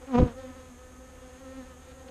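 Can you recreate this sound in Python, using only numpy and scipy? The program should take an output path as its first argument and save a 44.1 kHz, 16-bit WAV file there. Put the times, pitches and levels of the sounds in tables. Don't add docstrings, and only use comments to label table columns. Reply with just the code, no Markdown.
import sys
import numpy as np
from scipy import signal
from scipy.fft import rfft, irfft
from scipy.io import wavfile
from scipy.ndimage import uniform_filter1d

SR = 44100
rng = np.random.default_rng(int(sys.argv[2]) if len(sys.argv) > 2 else 0)


def dump(signal):
    limited = np.clip(np.atleast_2d(signal).T, -1, 1)
    pcm = np.round(limited * 32767).astype(np.int16)
    wavfile.write(sys.argv[1], SR, pcm)


N = 92610
T = np.arange(N) / SR

# time in seconds, wingbeat in Hz, then relative levels in dB
PASS_FLIGHT = [(0.0, 249.9, -62.5, -64, -81, -78), (0.02, 251.8, -52, -52, -82, -60.5),
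               (0.062, 250.4, -58, -48.5, -71, -63), (0.074, 271, -48, -52, -56, -56),
               (0.096, 272.1, -41.5, -48, -51.5, -61.5), (0.124, 258.3, -33.5, -41, -48.5, -53),
               (0.138, 245.1, -27, -37.5, -35.5, -54), (0.156, 238.7, -19.5, -23, -28, -42.5),
               (0.168, 240.5, -24, -31.5, -35.5, -51), (0.188, 245.9, -20, -24.5, -22, -46.5),
               (0.204, 256.5, -27, -22.5, -51, -43), (0.218, 244.6, -29.5, -26, -30.5, -61),
               (0.232, 251.2, -22.5, -25, -42, -49.5), (0.246, 250.3, -40, -34.5, -40.5, -54),
               (0.27, 235.2, -33, -38.5, -50.5, -53.5), (0.284, 243.6, -43, -46, -42, -52.5),
               (0.304, 227.2, -48, -48, -56, -55.5), (0.34, 239.7, -51, -56, -63, -60)]
# frequency in Hz, relative level in dB.
PASS_OVERTONES = [(730, 3), (970, 0), (1220, -5.5), (1460, -15), (1750, -24), (2100, -18.5), (3000, -23.5),
                  (4000, -35.5), (6500, -34), (10000, -70)]
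PUFF = [(300, 0.5), (900, 4.5), (1500, 4), (2200, -2), (4000, -9), (7000, -25.5), (12000, -44)]
# frequency in Hz, relative level in dB.
SWARM_HARMONICS = [(255, 7), (510, 8), (770, -1.5), (1020, -8.5), (1280, -10), (1540, -16), (1800, -14.5),
                   (2300, -20), (3300, -21), (5000, -45)]
# time in seconds, level in dB.
SWARM_SWELL = [(0, -52.5), (.45, -47.5), (.8, -72), (1.15, -55.5), (1.4, -54), (1.65, -52), (1.77, -54.5),
               (1.9, -54), (2.1, -49.5)]
# time in seconds, centre pitch in Hz.
DRONE_PITCH = [(0, 72.4), (.3, 78.2), (.45, 90.4), (.65, 79.36), (.8, 71.47), (1.05, 69.76), (1.3, 67.1),
               (1.5, 75.5), (1.7, 72.9), (1.85, 78.35), (2.1, 75)]
# frequency in Hz, relative noise density in dB.
FIELD_SPECTRUM = [(15, -13.5), (35, 3.5), (90, -5), (130, -9), (250, -10), (400, -12.5), (630, -17),
                  (1200, -18), (2000, -23), (3200, -26.5), (4500, -33), (5900, -35.5), (7200, -25.5),
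                  (9700, -29), (10600, -36), (12500, -33), (14000, -48)]
DRAUGHT_SPECTRUM = [(15, -11), (42, -4), (100, -0.5), (150, -4), (230, -7), (350, -17), (550, -24.5),
                    (900, -38), (2000, -57), (5000, -76), (14000, -100)]
# time in seconds, wingbeat in Hz,
# fundamental level in dB, octave level in dB.
WEAVE_FLIGHT = [(0.34, 243.0, -53, -57), (0.382, 264.3, -49.5, -45), (0.458, 254.4, -55, -55),
                (0.506, 257.8, -41, -66), (0.536, 248.5, -53, -60), (0.554, 257.7, -67, -52),
                (0.574, 260.5, -53, -50.5), (0.67, 253.9, -68, -53.5), (0.718, 249, -46.5, -66),
                (0.752, 241.3, -54.5, -68.5), (0.798, 253.7, -63.5, -53.5), (0.914, 253.3, -56, -56.5),
                (0.928, 255.6, -54, -83), (0.958, 251.1, -56.5, -56), (0.99, 253.1, -52, -71),
                (1.02, 257.7, -62.5, -50.5), (1.188, 252.6, -62, -62.5), (1.196, 255.2, -59, -83),
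                (1.21, 254.8, -70.5, -57.5), (1.364, 254.5, -70, -56), (1.408, 275.8, -64, -62),
                (1.46, 259.5, -47, -54), (1.528, 263.3, -52.5, -43.5), (1.546, 265.8, -46.5, -63),
                (1.59, 265.2, -39.5, -46.5), (1.618, 254.4, -46, -54.5), (1.632, 248.2, -45, -74),
                (1.666, 260.5, -60, -50.5), (1.766, 243.9, -72, -59.5), (1.796, 261.4, -56, -70),
                (1.906, 266.6, -66, -55), (1.944, 270.6, -61, -66), (2.02, 260.8, -67, -56),
                (2.06, 263, -64.5, -57)]
# time in seconds, relative levels in dB of the overtones and the treble.
WEAVE_UPPER_LEVELS = [(0.36, -58, -67), (0.382, -53, -59), (0.556, -55, -65), (0.584, -53.5, -60),
                      (0.774, -63, -72), (0.796, -57.5, -67), (0.994, -61.5, -70.5), (1.366, -56.5, -62),
                      (1.446, -59, -69), (1.456, -57.5, -62), (1.63, -52.5, -61), (1.648, -58.5, -64),
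                      (1.734, -54, -64), (1.748, -62, -72), (1.922, -59, -60), (1.95, -62.5, -75),
                      (1.998, -55, -64.5), (2.05, -60.5, -68.5)]
# frequency in Hz, relative level in dB.
WEAVE_OVERTONES = [(770, -1.5), (1030, -2.5), (1280, 3.5), (1540, -6), (1790, -1), (2050, -11)]
WEAVE_TOP_HARMONICS = [(2300, -0.5), (2800, -2), (3300, -1), (3900, -3), (4600, -7.5), (7000, -17)]
RASP = [(500, -5), (1200, -3.5), (2000, -3), (3500, -14.5), (5000, -16), (9000, -25.5)]


def undb(db):
    return 10 ** (np.asarray(db) / 20)


def unit(x):
    return x / np.sqrt(np.mean(x ** 2))


def curves(table):
    times, *columns = np.array(table, float).T
    return [np.interp(T, times, column) for column in columns]


def colour(hz, spectrum):
    table_hz, db = np.array(spectrum, float).T
    return undb(np.interp(np.log(np.maximum(hz, 1)), np.log(table_hz), db))


def filtered_noise(response):
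    return unit(irfft(rfft(rng.standard_normal(N)) * response(np.fft.rfftfreq(N, 1 / SR)), N))


def noise(spectrum):
    return filtered_noise(lambda hz: colour(hz, spectrum))


def wander(rate_hz):
    return filtered_noise(lambda hz: 1 / (1 + (hz / rate_hz) ** 4))


def wingbeat(hz, jitter, jitter_hz):
    return 2 * np.pi * (np.cumsum(hz * (1 + jitter * wander(jitter_hz))) / SR + rng.random())


def wing_hum(phase, fundamental_db, octave_db):
    return unit(np.cos(phase)) * undb(fundamental_db) + unit(np.cos(2 * phase)) * undb(octave_db)


def buzz(phase, orders, spectrum, scatter, flicker_db=0):
    mean_hz = (phase[-1] - phase[0]) / (2 * np.pi) * SR / N
    gains = colour(mean_hz * np.array(orders), spectrum)
    knots = np.linspace(0, T[-1], 40)
    harmonics = 0
    for order, gain in zip(orders, gains):
        turn, swell = rng.standard_normal((2, len(knots)))
        shift = np.interp(T, knots, scatter * (turn + 2 * rng.standard_normal()))
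        flicker = np.interp(T, knots, undb(flicker_db * swell))
        harmonics += gain * flicker * np.cos(order * phase + shift)
    return unit(harmonics)


def passing_bee(gone_s=0.3685, fade_s=0.047):
    hz, fundamental_db, octave_db, overtone_db, puff_db = curves(PASS_FLIGHT)
    phase = wingbeat(hz, jitter=0.0055, jitter_hz=69)
    hum = wing_hum(phase, fundamental_db, octave_db)
    overtones = buzz(phase, range(3, 36), PASS_OVERTONES, scatter=.15, flicker_db=1.5)
    puff = unit(np.exp(0.5 * np.cos(phase)) * noise(PUFF)) * undb(puff_db + 4)
    fade_out = np.clip((gone_s - T) / fade_s, 0, 1)
    return (hum + overtones * undb(overtone_db) + puff) * fade_out


def swarm(count=7, centre_hz=258.2, spread=.03):
    bees = 0
    for _ in range(count):
        phase = wingbeat(centre_hz * (1 + spread * wander(2.5)), jitter=0.00587, jitter_hz=31.4)
        bees += buzz(phase, range(1, 17), SWARM_HARMONICS, scatter=.5) * undb(4 * wander(4))
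    return unit(bees) * undb(curves(SWARM_SWELL)[0])


def drone(level_db=-55, octave_db=-18.5):
    hz = curves(DRONE_PITCH)[0] * (1 + 0.0489 * wander(13))
    phase = 2 * np.pi * np.cumsum(hz) / SR
    hum = np.sin(phase) + undb(octave_db) * np.sin(2 * phase)
    return unit(hum * undb(2 * wander(17))) * undb(level_db)


def field_air(air_db=-53.5, band_db=-64.5, band_hz=6507, width_hz=310):
    band = filtered_noise(lambda hz: 1 / (1 + 2j * (hz - band_hz) / width_hz))
    return noise(FIELD_SPECTRUM) * undb(air_db) + band * undb(band_db)


def draught(start_s=0.1994, end_s=0.23, level_db=-16.5, rise_db_per_s=642, fall_db_per_s=443):
    below_peak_db = rise_db_per_s * np.maximum(start_s - T, 0) + fall_db_per_s * np.maximum(T - end_s, 0)
    air = noise(DRAUGHT_SPECTRUM)
    even_air = air / np.sqrt(uniform_filter1d(air ** 2, size=1800))
    return even_air * undb(level_db - below_peak_db)


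def weaving_bee(enter_s=.32, fade_s=0.052, top_db=-3, rasp_db=-2):
    hz, fundamental_db, octave_db = curves(WEAVE_FLIGHT)
    overtone_db, treble_db = curves(WEAVE_UPPER_LEVELS)
    phase = wingbeat(hz, jitter=0.004954, jitter_hz=56)
    hum = wing_hum(phase, fundamental_db, octave_db)
    overtones = buzz(phase, range(3, 9), WEAVE_OVERTONES, scatter=.5, flicker_db=2.5)
    top = buzz(phase, range(9, 28), WEAVE_TOP_HARMONICS, scatter=.4, flicker_db=2.5)
    rasp = unit(np.exp(np.cos(phase)) * noise(RASP))
    treble = top * undb(top_db) + rasp * undb(rasp_db)
    fade_in = np.clip((T - enter_s) / fade_s, 0, 1)
    return (hum + overtones * undb(overtone_db - 2) + treble * undb(treble_db)) * fade_in


def rustle(at_s=2.087, width_s=0.0054, level_db=-53):
    envelope = np.exp(-.5 * ((T - at_s) / width_s) ** 2)
    return noise([(300, -2), (1200, 5), (4000, 1), (6000, -13), (12000, -25)]) * envelope * undb(level_db)


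def scene():
    close = passing_bee() + draught() + weaving_bee()
    behind = swarm() + drone() + field_air() + rustle()
    return (close + behind)[None]


def record(dry):
    return signal.sosfilt(signal.ellip(10, .2, 80, 13900, fs=SR, output="sos"), dry)


dry = scene()
out = record(dry)
dump(out)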